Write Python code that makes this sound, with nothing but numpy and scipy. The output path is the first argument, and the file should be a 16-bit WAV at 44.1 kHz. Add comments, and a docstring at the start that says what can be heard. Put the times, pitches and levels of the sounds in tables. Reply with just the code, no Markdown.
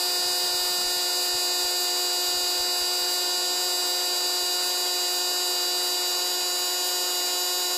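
"""An open workshop, where a spray gun lays finish on a carved wooden door.
A fast turbine whines as fluttering sines on many multiples of its shaft speed,
over the hiss of the air jet: shaped noise, heard with narrow gaps and flickering patches.
A slower motor hums below as low harmonics of an unsteady speed, in random phase.
Lumpy low noise rumbles faintly; faint low blips are short humped waves of random sign."""
import sys
import numpy as np
from scipy import signal
from scipy.io import wavfile
from scipy.ndimage import uniform_filter1d

SR = 44100
rng = np.random.default_rng(int(sys.argv[2]) if len(sys.argv) > 2 else 0)


def invert_db(level):
    """Linear amplitude ratio for a level in decibels (20 dB per decade), elementwise."""
    return 10 ** (np.asarray(level, dtype=float) / 20)


def wav_out(sig):
    """Save sig, one row per channel (or a flat mono array), as 16-bit PCM at SR to the path in sys.argv[1]."""
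    wavfile.write(sys.argv[1], SR, np.round(np.clip(np.atleast_2d(sig).T, -1, 1) * 32767).astype(np.int16))


N = 342657


def rms_one(x):
    """Scale to an rms of 1."""
    return x / np.sqrt(np.mean(np.abs(x) ** 2) + 1e-20)


def in_time(rows):
    """Columns of a table, read at every sample; its first column is time in seconds."""
    s, *columns = np.transpose(rows)
    return [np.interp(np.arange(N) / SR, s, column) for column in columns]


def drift(rate_hz):
    """Slow noise of spread 1: a draw every 40 samples through a double one-pole low-pass."""
    r = np.exp(-2 * np.pi * rate_hz * 40 / SR)
    draws = rng.standard_normal(N // 40 + 2002)
    slow = signal.lfilter([1], [1, -2 * r, r * r], draws)[2000:]  # the first 2000 run the filter in
    return np.interp(np.arange(N) / 40, np.arange(len(slow)), rms_one(slow))


def angle(per_s):
    """Running angle of a shaft, in radians, from its turns per second."""
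    return 2 * np.pi * np.cumsum(per_s) / SR


def partial(phase, db, rough, flutter_hz):
    """A sine whose size and phase flutter, which spreads a skirt of noise around its line."""
    size = np.sqrt(2) * invert_db(db)
    in_step = (1 + rough * drift(flutter_hz)) * np.sin(phase)
    out_of_step = rough * drift(flutter_hz) * np.cos(phase)
    return size * (in_step + out_of_step)


def shaft_speed(jitter_per_s=0.12, jitter_hz=8, twitch_s=0.025):
    """Turbine speed in turns per second: a slow course, a quick jitter and brief twitches."""
    # slow course of the turbine shaft: time_s, speed [turns per s]
    course = [(0, 359.25), (0.3, 359.4), (0.85, 359.5), (0.95, 359.05), (1.55, 358.95), (1.7, 359.1),
              (1.8, 358.85), (2.15, 359.1), (2.31, 358.65), (2.57, 358.55), (2.65, 359.1), (3.28, 359.25),
              (3.42, 359.6), (3.63, 359.8), (3.7, 359.4), (4.02, 359.25), (4.9, 359.75), (5.2, 359.55),
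              (6.0, 359.7), (6.2, 359.55), (6.42, 360.25), (7.77, 360.4)]
    # brief twitches of the speed: centre_s, gain [turns per s]
    twitch_rows = [(3.36, 1.0), (6.105, -0.9)]
    t = np.arange(N) / SR
    twitches = sum(gain * np.exp(-.5 * ((t - s) / twitch_s) ** 2) for s, gain in twitch_rows)
    return in_time(course)[0] + jitter_per_s * drift(jitter_hz) + twitches


def turbine(rough=0.0024, flutter_hz=60, wander_db=0.43, waver_db=4.0):
    """No two turns are quite alike, so the high partials are the roughest."""
    # whine on shaft multiples 1, 2, 3 ..: start_level_db [dB rms], end_level_db [dB rms]
    whine_levels = [(-41, -40.5), (-40, -41), (-51.5, -47.5), (-47, -48.5), (-46, -48.5), (-56.5, -57.5),
                    (-48, -48.5), (-43, -40.5), (-60.5, -52), (-43, -45), (-36, -34.5), (-40, -48.5),
                    (-30, -31.5), (-32.5, -37.5), (-54, -41.5), (-45, -50.5), (-54.5, -48.5), (-50, -51),
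                    (-44, -33.5), (-53, -43.5), (-37, -42.5), (-40.5, -42), (-52, -61), (-48.5, -44.5),
                    (-40, -66), (-46, -50), (-52, -76), (-54.5, -51), (-81, -51), (-69, -55), (-54, -50),
                    (-47, -49.5), (-56, -50), (-49, -73), (-47, -51), (-66, -40), (-48, -52), (-66, -59),
                    (-78, -59), (-74, -65), (-73, -68), (-49, -69), (-62, -78)]
    # bearing tones, whose level wavers at random: multiple [of the shaft speed], level_db [dB rms]
    bearing_tones = [(10.376, -51.5), (20.345, -72), (24.5, -55), (26.59, -54), (27.375, -70), (28.66, -66),
                     (29.438, -53.5), (30.44, -81), (32.81, -54), (37.75, -56)]
    # three high partials swell and sink: time_s, gain_13th_db, gain_19th_db, gain_21st_db
    sway_course = [(0, 0, 2, -3.5), (0.7, -1, 0.5, -3), (1.5, 0, 3, 0.5), (2.4, 0, 2.3, -1),
                   (2.9, 1, -7, -0.5), (3.6, -1, 0.5, 2.5), (3.9, 0, -7, 2.5), (4.2, 0.5, -2.5, 0),
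                   (5.4, 0, -2, 2), (5.8, 1, -4.5, 0), (6.6, -1.5, -1, 0), (7.77, -2, -3, 1)]
    # which partials sway: multiple [of the shaft speed]
    swaying_multiples = (13, 19, 21)
    shaft = angle(shaft_speed())
    sway = dict(zip(swaying_multiples, in_time(sway_course)))
    out = 0
    for k, (start_db, end_db) in enumerate(whine_levels, start=1):
        db = np.linspace(start_db, end_db, N) + sway.get(k, wander_db * drift(0.99))
        # the duct smears each pulse in time: neighbours stand out of step and the whine throbs little
        phase = k * shaft + 2.28 * k ** 2
        out = out + partial(phase, db, rough * k, flutter_hz)
    for multiple, db in bearing_tones:
        out = out + partial(multiple * shaft, db + waver_db * drift(6.4), 0.066, 30)
    return out


def motor(jitter_per_s=0.25, jitter_hz=4, wander_db=0.32):
    """A hum of low harmonics of an unsteady motor speed, in random phase."""
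    # course of the slower motor: time_s, fundamental_hz
    rate_course = [(0, 74.4), (0.35, 73.3), (0.6, 73.8), (1.0, 74.0), (1.4, 73.2), (1.66, 73.9),
                   (2.0, 72.8), (2.52, 73.6), (2.89, 72.8), (3.3, 75.2), (3.5, 74.2), (3.75, 75.4),
                   (4.13, 73.2), (4.66, 75.7), (5.03, 73.8), (5.3, 74.8), (5.64, 73.6), (6.2, 75.0),
                   (6.54, 74.3), (7.1, 75.2), (7.3, 74.2), (7.77, 74.3)]
    # its multiples 4, 5, 6 ..: level_db [dB rms]
    hum_levels = [-60, -57, -68.5, -47, -68.5, -53, -55, -57, -47.5, -55, -55.5, -65, -63, -61.5, -63.5,
                  -53, -62]
    shaft = angle(in_time(rate_course)[0] + jitter_per_s * drift(jitter_hz))
    out = 0
    for k, db in enumerate(hum_levels, start=4):
        phase = k * shaft + 2 * np.pi * rng.random()
        out = out + partial(phase, db + wander_db * drift(6.3), 0.13, 15)
    return out


def jet(level_db=-33, patchy_db=2.0, gap_flicker=0.63, ripple_db=-0.5, treble_flicker_db=1.6):
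    """Hiss of turbulent air as shaped noise, heard with narrow gaps and flickering patches laid over it."""
    # colour of the air jet: pitch_hz, relative density_db [dB per Hz]
    colour = [(100, -80), (170, -48), (240, -14), (310, -2.5), (1000, -1), (1500, -2.5), (2200, -5),
              (3000, -3), (3800, 1.5), (4800, 3), (5700, -3), (6700, 1), (8000, -2), (9800, -7),
              (11500, -5), (13500, -5.5), (15500, -8)]
    # narrow gaps heard in the hiss: pitch_hz, width_hz, depth_db [before the flicker]
    gap_rows = [(1290, 80, -5), (1700, 100, -3), (2200, 150, -3), (3120, 120, -6), (3450, 150, -9),
                (4140, 130, -10), (4520, 60, -5), (5170, 120, -4), (5930, 150, -3), (7060, 170, -12),
                (7400, 130, -10), (7760, 100, -7), (8140, 130, -13), (8400, 120, -7), (9200, 100, -5),
                (9480, 150, -7), (9900, 100, -5), (10160, 110, -9), (10720, 110, -8), (12370, 150, -8),
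                (12730, 160, -9), (13500, 100, -5), (13900, 150, -5), (14250, 120, -5), (14650, 150, -5)]
    hz, s, hiss = signal.stft(rng.standard_normal(N), SR, nperseg=2048)
    colour_hz, colour_db = np.transpose(colour)
    db = np.interp(np.log(hz + 1), np.log(colour_hz), colour_db)
    # many weak echoes of the shed ripple the spectrum
    db = db + ripple_db * rms_one(uniform_filter1d(rng.standard_normal(len(hz)), size=3))

    # small patches of pitch and time, deeper toward the treble
    field = uniform_filter1d(rng.standard_normal(hiss.shape), size=4, axis=0)
    patches = rms_one(uniform_filter1d(field, size=2, axis=1))
    db = db[:, None] + patchy_db * (1 + hz[:, None] / 15000) * patches

    # the whole treble flickers together
    shared = rms_one(uniform_filter1d(rng.standard_normal(len(s)), size=2))
    treble = np.clip(hz / 6000 - 1, 0, 1)
    db += treble_flicker_db * np.outer(treble, shared)

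    for gap_hz, width_hz, depth_db in gap_rows:
        flicker = rms_one(uniform_filter1d(rng.standard_normal(len(s)), size=2))
        depth = depth_db * np.maximum(1 + gap_flicker * flicker, 0)  # a gap opens and closes
        shape = np.exp(-.5 * ((hz - gap_hz) / (.5 * width_hz)) ** 2)
        db += np.outer(shape, depth)
    shaped = signal.istft(hiss * invert_db(db), SR, nperseg=2048)[1][:N]
    return invert_db(level_db) * rms_one(shaped)


def rumble(lumpy_db=5.5):
    """Low noise in short lumps."""
    # faint rumble that comes and goes: time_s, level_db [dB rms]
    level_course = [(0, -64), (0.95, -58), (1.2, -75), (2.0, -66), (3.0, -67), (3.3, -90), (7.77, -82)]
    band = signal.butter(3, [140, 270], "band", fs=SR, output="sos")
    low = signal.sosfilt(band, rng.standard_normal(N))
    lumps = rms_one(low * invert_db(lumpy_db * drift(21.5)))
    return invert_db(in_time(level_course)[0]) * lumps


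def low_blips():
    """Faint low blips, each a short humped wave of random sign."""
    # low blips: centre_s, level_db [dB peak], pitch_hz, length_s
    blip_rows = [(0.089, -54, 165, .024), (0.26, -47, 105, .024), (0.31, -47, 118, 0.016),
                 (0.442, -49, 158, .024), (0.514, -49, 65, .024), (0.547, -46, 108, 0.022),
                 (0.615, -46, 40, .026), (0.65, -49, 26, .03), (0.695, -52, 25, .03),
                 (0.772, -50, 76, 0.028), (0.853, -46, 60, .024), (0.87, -45, 23, 0.1),
                 (0.97, -48, 149, .024), (1.342, -46, 40, .05), (1.355, -44, 120, .024),
                 (1.652, -44, 48, .024), (2.288, -46, 64, 0.022), (2.35, -48, 135, 0.022),
                 (2.372, -45, 51, .024), (2.439, -48, 50, .024), (2.606, -42, 55, 0.026),
                 (2.634, -50, 30, .03), (2.821, -45, 48, .04), (3.026, -50, 48.2, 0.028),
                 (4.436, -50, 47.9, 0.028), (6.425, -50, 48.42, 0.026)]
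    out, t = np.zeros(N), np.arange(N) / SR
    for (s, db, hz, length), turn in zip(blip_rows, rng.random((len(blip_rows), 1))):
        near = slice(round((s - length / 2) * SR), round((s + length / 2) * SR))
        since = t[near] - s
        hump = np.cos(np.pi * since / length) ** 2
        half_turn = .5 * np.round(turn)  # 0 or half a cycle
        out[near] += invert_db(db) * hump * np.cos(2 * np.pi * (hz * since + half_turn))
    return out


def spectral_holes(x, under_db=4.5, depth_db=-30.0):
    """Whatever lies well under its spectral surroundings drops out, leaving holes."""
    hz, s, spectra = signal.stft(x, SR, nperseg=2048)
    power = uniform_filter1d(np.abs(spectra) ** 2 + 1e-20, size=3, axis=-2)
    near_db = 10 * np.log10(uniform_filter1d(power, size=2, axis=-1) + 1e-20)
    around_db = uniform_filter1d(uniform_filter1d(near_db, size=61, axis=-2), size=9, axis=-1)
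    margin_db = under_db * (1 - hz[:, None] / 30000)  # stricter in the treble
    hole = np.clip((around_db - margin_db - near_db) / 4, 0, 1)  # full depth 4 dB past the margin
    return signal.istft(spectra * invert_db(depth_db * hole), SR, nperseg=2048)[1][:, :N]


def scene():
    """One microphone feeds both channels."""
    mono = turbine() + motor() + jet() + rumble() + low_blips()
    return np.tile(mono, (2, 1))


def band_limit(x):
    """A steep low-pass at the top of the band."""
    return signal.sosfilt(signal.butter(12, 16570, fs=SR, output="sos"), x)


def record(dry):
    """Holes open in the spectrum and the top is cut steeply above 15530 Hz."""
    top_cut = signal.ellip(16, .3, 95, 15530, fs=SR, output="sos")
    mix = signal.sosfilt(top_cut, spectral_holes(dry))
    return band_limit(mix)


dry = scene()
out = record(dry)
wav_out(out)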